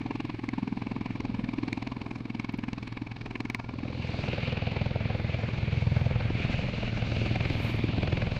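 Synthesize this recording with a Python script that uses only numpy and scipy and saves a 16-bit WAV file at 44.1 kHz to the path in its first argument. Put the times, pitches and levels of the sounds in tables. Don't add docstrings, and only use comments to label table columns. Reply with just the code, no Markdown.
import sys
import numpy as np
from scipy import signal
from scipy.fft import rfft, irfft, next_fast_len
from scipy.io import wavfile

SR = 44100
rng = np.random.default_rng(int(sys.argv[2]) if len(sys.argv) > 2 else 0)


def inscribe(sig):
    pcm = np.round(np.clip(np.atleast_2d(sig).T, -1, 1) * 32767)
    wavfile.write(sys.argv[1], SR, pcm.astype(np.int16))


N = 369999
TIME = np.arange(N) / SR

# time in seconds, thump lag in ms, swish lag in ms,
# unrest of the thump's phase in radians.
FIRST_PATH = [(0, 12.2, 16.8, 1.7), (.7, 8.55, 8.4, 1.3), (1.4, 6.95, 8.9, 1.5), (2.1, 9.3, 6.8, 1.5),
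              (2.8, 5.6, 7.1, 0.43), (3.5, 9.1, 10.2, 2.3), (4.2, 6.8, 5.6, 1.6)]
SECOND_PATH = [(3.9, 30.8, 26.1, 0.074), (4.6, 34.4, 29, 0.17), (6, 38.05, 34.4, 0.28),
               (6.7, 42.3, 37.3, 0.9), (8.39, 46.73, 40.9, 1.0)]
# time in seconds, thump pitch in Hz, thump
# level in dB, dull swish level in dB, bright swish level in dB.
FIRST_BLADES = [(0.0, 265, -39, -48, -51.5), (0.15, 269, -34.5, -42.5, -47.5),
                (0.36, 300, -42.5, -50, -51.5), (0.58, 238, -32, -46.5, -52), (0.84, 228, -38, -46, -52),
                (1.2, 256, -38.5, -44, -49.5), (1.42, 216, -34.5, -52, -50.5),
                (1.6, 291, -33.5, -50.5, -49.5), (1.8, 253, -37, -44.5, -48.5),
                (2.24, 251, -41.5, -50.5, -52.5), (2.4, 244, -36.5, -48.5, -45.5),
                (2.74, 241, -36.5, -50, -52.5), (2.88, 260, -49, -49.5, -46.5), (3.0, 271, -36, -48, -48.5),
                (3.13, 262, -49.5, -49.5, -48), (3.421, 265, -36.5, -46.5, -46.5),
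                (3.6, 235, -46, -46.5, -52.5), (3.84, 268, -37, -50.5, -53), (4.2, 245, -55, -52, -48)]
SECOND_BLADES = [(4.1, 122, -34.5, -43, -51.5), (4.4, 124, -35.5, -39.5, -44), (4.8, 123, -32, -40, -47.5),
                 (5.22, 117, -34, -42, -52), (5.55, 118, -35, -46.5, -51.5), (5.92, 128, -26, -43.5, -52),
                 (6.2, 120, -32, -42, -47.5), (6.36, 121, -36.5, -50, -54), (6.6, 124, -33.5, -41.5, -52.5),
                 (6.9, 120, -42, -46, -49), (7.181, 114, -31.5, -42.5, -43.5),
                 (7.46, 122, -31.5, -43, -45.5), (7.78, 119, -33.5, -47, -50), (8.12, 111, -29, -39.5, -41),
                 (8.39, 119, -39, -44.5, -46)]
# start in seconds, end in seconds.
FADE_SPAN_S = (3.605, 4.45)
# pitch in Hz, spread in ms, peak in dB at median thump level
# and no unrest, lag in ms, share of the thump's swelling and unrest (0-1).
FIRST_SWINGS = [(121, 4.56, -35.5, 0, 0.12), (34, 12.3, -49, 0, 0.02)]
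SECOND_SWINGS = [(209, 5.7, -32, -1.55, 0.28), (83.8, 14.7, -38, 1, 1), (21.9, 27, -49.5, -0.29, .1)]
# frequency in Hz, level in dB per Hz.
FIRST_SWISH_SPECTRUM = [(240, -3), (400, 5.5), (478, -12), (793, 2), (1080, 1.5), (1400, -15), (1740, -1.5),
                        (1960, -15), (2250, 3), (3360, -17), (4200, -13), (8440, -41.5), (14000, -76)]
SECOND_SWISH_SPECTRUM = [(180, -36.5), (280, -2.5), (360, 3.5), (480, 15), (640, 7.5), (850, 3),
                         (1180, -10), (1550, -4.5), (1970, -10), (2280, 1.5), (3140, -12), (4400, -15.5),
                         (9070, -54), (14000, -70)]
FIRST_ROAR_SPECTRUM = [(15, -47), (25, -16), (110, -7), (260, -4.5), (360, -13), (470, -18.5), (640, -24.5),
                       (1020, -25), (1340, -28), (1950, -29.5), (2230, -21), (3090, -33), (4260, -32.5),
                       (15500, -81.5)]
SECOND_ROAR_SPECTRUM = [(20, -19.5), (113, -7), (227, -10), (359, -19), (552, -22.5), (1140, -26),
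                        (1950, -27), (2200, -20), (2520, -22), (2900, -27.5), (4500, -33), (5100, -41),
                        (6700, -48.5), (9300, -70.5), (15500, -83.5)]
# time in seconds, roar level from 1.5 to 6 kHz in dB.
FIRST_LOAD = [(0, -55), (.4, -58), (1.3, -54.5), (1.9, -57), (3.3, -59.5), (3.8, -61.5), (4.2, -42)]
SECOND_LOAD = [(4.1, -49), (4.36, -43.5), (4.6, -45.5), (6.3, -45.5), (6.48, -41), (6.85, -45), (7.2, -42),
               (8.39, -43.5)]
# time in seconds, level of the fundamental in dB.
TAIL_LEVEL = [(0.0, -41.5), (0.6, -46.5), (1.2, -42), (2.1, -46), (3.6, -44), (3.9, -46), (4.8, -40.5),
              (5.1, -39.5), (5.7, -38), (6.3, -32.5), (6.6, -39.5), (7.15, -33), (7.5, -38), (7.8, -33.5),
              (8.1, -44), (8.4, -40)]
# time in seconds, shock drive in dB, treble in dB relative to it.
CRACKS = [(0.2054, -17.5, -32), (0.2533, -21, -26), (0.4893, -9, -44), (1.2052, -13, -42),
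          (1.6801, -24, -43), (1.729, -2, -36), (1.8258, -15, -42), (1.8731, -14.5, -40),
          (2.1135, -19, -41), (2.3979, -16, -30), (2.4448, -28, -29), (2.7317, -10, -49),
          (2.8775, -19, -36), (2.9253, -19, -40), (3.259, -15, -40), (3.4047, -11, -31), (3.4526, -15, -34),
          (3.4999, -7.5, -23), (3.5473, -5, -23), (4.717, -20, -45), (7.3577, -11, -46), (7.4051, -26, -39),
          (7.5004, -13, -39), (8.1244, -28, -41)]
# frequency in Hz, width in Hz, gain in dB.
MIC_RESONANCES = [(2190, 380, 3.5), (1050, 210, -5), (3800, 600, -9.5)]
# start in seconds, initial level in dB.
DROPS = [(2.5238, -60), (2.5765, -60), (4.3174, -67), (4.5344, -63), (7.3048, -69), (7.747, -75),
         (7.761, -57), (8.028, -66)]
# centre in seconds, peak in dB before flicker and fade-in, spread in seconds.
SPRAY = [(4.4, -81, .07), (5.05, -84, .03), (5.2, -80, .035), (6.0, -78, .03), (7.55, -73, .06),
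         (7.66, -63, 0.045), (7.78, -74, .06)]
# centre in seconds, peak in dB before the crossfade,
# spread in seconds.
WASH = [(4.0, -50, 0.069), (4.45, -48.5, 0.28), (5.7, -62.5, 0.15), (6.55, -48.5, 0.23), (7.1, -49, .2),
        (8.1, -54, 0.5)]
# time in seconds, level in dB before the crossfade.
SHEEN = [(3.7, -55.5), (4.05, -52), (4.4, -52.5), (5.0, -60), (5.75, -57.5), (6.15, -65), (6.5, -53.5),
         (7.1, -56.5), (7.4, -61.5), (8.39, -60)]
# centre in seconds, peak in dB before the crossfade,
# spread in seconds.
RIPPLE = [(6.35, -42, 0.082), (7.38, -39, 0.19), (8.05, -36.5, 0.21)]
# centre in seconds, peak in dB, spread in seconds.
GUSTS = [(1.3, -48, 0.18), (3.28, -53, .1), (5.2, -55.5, 0.18), (6.4, -41, .25), (6.9, -39.5, .15),
         (7.45, -47, 0.19), (8.2, -39, 0.35)]
# centre in seconds, peak in dB, spread in seconds.
WHISTLE = [(3.64, -64, 0.13)]

BLADE_HZ = 20.9
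TAIL_HZ, TAIL_WAVER_HZ = 114.75, 0.4
RIPPLE_HZ, WHISTLE_HZ = 295.5, 1400
BREEZE_DB, MIST_DB, WASH_REST_DB, RIPPLE_REST_DB = -61.5, -97.5, -79, -53.5
AIR_DB = -96.5
CUTOFF_HZ = 16300


def from_db(db):
    return 10 ** (np.asarray(db) / 20)


def rms_one(x):
    return x / np.sqrt(np.mean(x ** 2) + 1e-20)


def in_time(rows):
    s, *columns = np.transpose(rows)
    return [np.interp(TIME, s, c) for c in columns]


def at_hz(points, hz):
    point_hz, point_db = np.transpose(points)
    return np.interp(np.log(hz), np.log(point_hz), point_db)


def drift(rate_hz):
    r = np.exp(-80 * np.pi * rate_hz / SR)
    noise = rng.standard_normal(N // 40 + 2002)
    slow = signal.lfilter([1], [1, -2 * r, r * r], noise)[2000:]
    return np.interp(np.arange(N) / 40, np.arange(len(slow)), rms_one(slow))


def band(x, low_hz, high_hz):
    return signal.sosfilt(signal.butter(2, [low_hz, high_hz], "band", fs=SR, output="sos"), x)


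def noise_bands(spectrum):
    size = next_fast_len(N, True)
    hz = np.maximum(np.arange(size // 2 + 1) * SR / size, 1)
    shaped = rfft(rng.standard_normal(size)) * from_db(at_hz(spectrum, hz))
    place = np.clip(1.5 * np.log2(hz / 60), 0, 11)
    return np.array([irfft(shaped * np.maximum(1 - np.abs(place - k), 0), size)[:N] for k in range(12)])


def surges(rows, rest_db):
    gain = from_db(rest_db)
    for s, db, spread_s in rows:
        gain = gain + from_db(db) * np.exp(-.5 * ((TIME - s) / spread_s) ** 2)
    return gain


def wind():
    lumps = band(rng.standard_normal(N), 24, 60) * from_db(1.5 * drift(3.2))
    return surges(GUSTS, BREEZE_DB) * rms_one(lumps)


def water():
    fade_in = np.clip(TIME - FADE_SPAN_S[0], 0, 1)
    gain = surges(SPRAY, MIST_DB) * from_db(1.5 * drift(30)) * fade_in
    gain += from_db(AIR_DB)
    for s, db in DROPS:
        gain += from_db(db) * (TIME > s) * np.exp(-np.maximum(TIME - s, 0) / 0.0019)
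    return gain * rms_one(band(rng.standard_normal(N), 7000, 22000))


def whistle():
    return surges(WHISTLE, -140) * np.sqrt(2) * np.sin(2 * np.pi * WHISTLE_HZ * TIME)


def wash():
    hiss = band(band(rng.standard_normal(N), 2400, 3050), 2250, 3060)
    hiss = rms_one(hiss) * from_db(2.6 * drift(13))
    sheen = band(band(rng.standard_normal(N), 3200, 4750), 3200, 4750)
    sheen = rms_one(sheen) * from_db(1.7 * drift(9.9))
    return surges(WASH, WASH_REST_DB) * hiss + from_db(in_time(SHEEN)[0]) * sheen


def roar(spectrum, patchy_db, tint_db):
    together = drift(29)
    out = np.zeros(N)
    for part in noise_bands(spectrum):
        flicker_db = patchy_db * (0.72 * together + drift(6.6))
        out += part * from_db(flicker_db + tint_db * drift(0.57))
    return out / np.std(band(out, 1500, 6000))


def tail_rotor():
    hz = TAIL_HZ + TAIL_WAVER_HZ * drift(1.5)
    phase = 2 * np.pi * np.cumsum(hz) / SR
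    hum = np.sin(phase) + from_db(-18.0) * np.sin(2 * phase)
    return np.sqrt(2) * from_db(in_time(TAIL_LEVEL)[0]) * hum


def cracks():
    body, treble, fall = np.zeros(N), np.zeros(N), np.arange(200)
    for s, db, treble_db in CRACKS:
        at = round(s * SR)
        followers = 0.31 * rng.standard_normal(200) * np.exp(-fall / 70)
        shock = -0.87 * (fall < 2)
        body[at:at + 200] += from_db(db) * (followers + shock)
        treble[at] = -from_db(db + treble_db)
    ringing = np.zeros(N)
    for hz, width_hz, db in MIC_RESONANCES:
        r = np.exp(-np.pi * width_hz / SR)
        poles = [1, -2 * r * np.cos(2 * np.pi * hz / SR), r * r]
        ringing += from_db(db) * signal.lfilter([1 - r, 0, r - 1], poles, body)
    air_loss = signal.butter(4, 6000, fs=SR, output="sos")
    return signal.sosfilt(air_loss, ringing + 1e-18) + band(treble + 1e-18, 4000, 15000)


def blades(lag_ms):
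    turns = (TIME - lag_ms / 1000) * BLADE_HZ
    count = np.round(turns)
    return count.astype(int) + 1, 1000 * (turns - count) / BLADE_HZ


def ripple():
    early_lag = in_time(SECOND_PATH)[0] - 2.5
    swings = thumps(early_lag, np.full(N, RIPPLE_HZ), 0, 1.66, 1.78, [], uneven_db=4.5)
    return surges(RIPPLE, RIPPLE_REST_DB) * swings


def swishes(lag_ms, spectrum, spread_ms, slide_ms, echo_db, dull_db, bright_db, uneven_db, colour_db, jitter_ms):
    count, ms = blades(lag_ms)
    chance = rng.standard_normal((200, 14))
    off = (ms - jitter_ms * chance[count, 0]) / spread_ms
    core = np.exp(-.5 * off ** 2)
    skirts = 0.27 * np.exp(-.5 * (off / 2.88) ** 2)
    bursts = (core + skirts) * noise_bands(spectrum)
    for k, part in enumerate(bursts):
        energy = np.bincount(count, part ** 2, 200) + 1e-20
        even = np.minimum(np.sqrt(np.median(energy[energy > 1e-20]) / energy), 4)
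        own = from_db(uneven_db * chance[:, 1] + colour_db * chance[:, 2 + k])
        part = part * (even * own)[count]
        bursts[k] = np.roll(part, round(max(6 - k, 0) * slide_ms * SR / 1000))
    dull = bursts[:7].sum(axis=0)
    bright = bursts[7:].sum(axis=0)
    dull = dull + from_db(echo_db) * np.roll(dull, round(.012 * SR))
    return from_db(dull_db) * rms_one(dull) + from_db(bright_db) * rms_one(bright)


def thumps(lag_ms, hz, thump_db, unrest, spread_ms, swings, uneven_db):
    count, ms = blades(lag_ms)
    centre = np.clip(np.arange(N) - (ms * SR / 1000).astype(int), 0, N - 1)
    slip = (unrest * (drift(1.2) + 0.37 * drift(5.5)))[centre]
    pulse = np.exp(-.5 * (ms / spread_ms) ** 2) * np.cos(2 * np.pi * hz[centre] * ms / 1000 + slip)
    strength = from_db(uneven_db * rng.standard_normal(200))
    out = from_db(thump_db) * rms_one(pulse * strength[count])
    for swing_hz, swing_ms, db, late_ms, share in swings:
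        since = ms - late_ms
        wave = np.exp(-.5 * (since / swing_ms) ** 2) * np.cos(2 * np.pi * swing_hz * since / 1000)
        change_db = share * (thump_db - np.median(thump_db) - 4.4 * unrest)
        out += from_db(db + change_db) * wave
    return -out


def helicopter(path, heard, load, swings, swish, steady, thump_ms, swish_ms, slide_ms, echo_db, colour_db):
    thump_lag, swish_lag, unrest = in_time(path)
    hz, thump_db, dull_db, bright_db = in_time(heard)
    low = thumps(thump_lag, hz, thump_db, unrest, thump_ms, swings, uneven_db=1.18)
    air = swishes(swish_lag, swish, swish_ms, slide_ms, echo_db, dull_db, bright_db,
                  uneven_db=1.66, colour_db=colour_db, jitter_ms=0.74)
    engines = from_db(in_time(load)[0]) * roar(steady, patchy_db=1.47, tint_db=1.74)
    return low + air + engines


def scene():
    start_s, end_s = FADE_SPAN_S
    angle = np.clip((TIME - start_s) / (end_s - start_s), 0, 1) * np.pi / 2
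    first = helicopter(FIRST_PATH, FIRST_BLADES, FIRST_LOAD, FIRST_SWINGS, FIRST_SWISH_SPECTRUM,
                       FIRST_ROAR_SPECTRUM, thump_ms=3.15, swish_ms=2.82, slide_ms=0.11,
                       echo_db=-15.5, colour_db=2.5)
    second = helicopter(SECOND_PATH, SECOND_BLADES, SECOND_LOAD, SECOND_SWINGS, SECOND_SWISH_SPECTRUM,
                        SECOND_ROAR_SPECTRUM, thump_ms=4.43, swish_ms=2.9, slide_ms=1.524,
                        echo_db=-12.5, colour_db=2.06)
    second = second + wash() + ripple()
    mix = first * np.cos(angle) + second * np.sin(angle)
    return (mix + tail_rotor() + cracks() + water() + wind() + whistle())[None]


def record(dry):
    return signal.sosfilt(signal.cheby2(12, 60, CUTOFF_HZ, fs=SR, output="sos"), dry)


dry = scene()
out = record(dry)
inscribe(out)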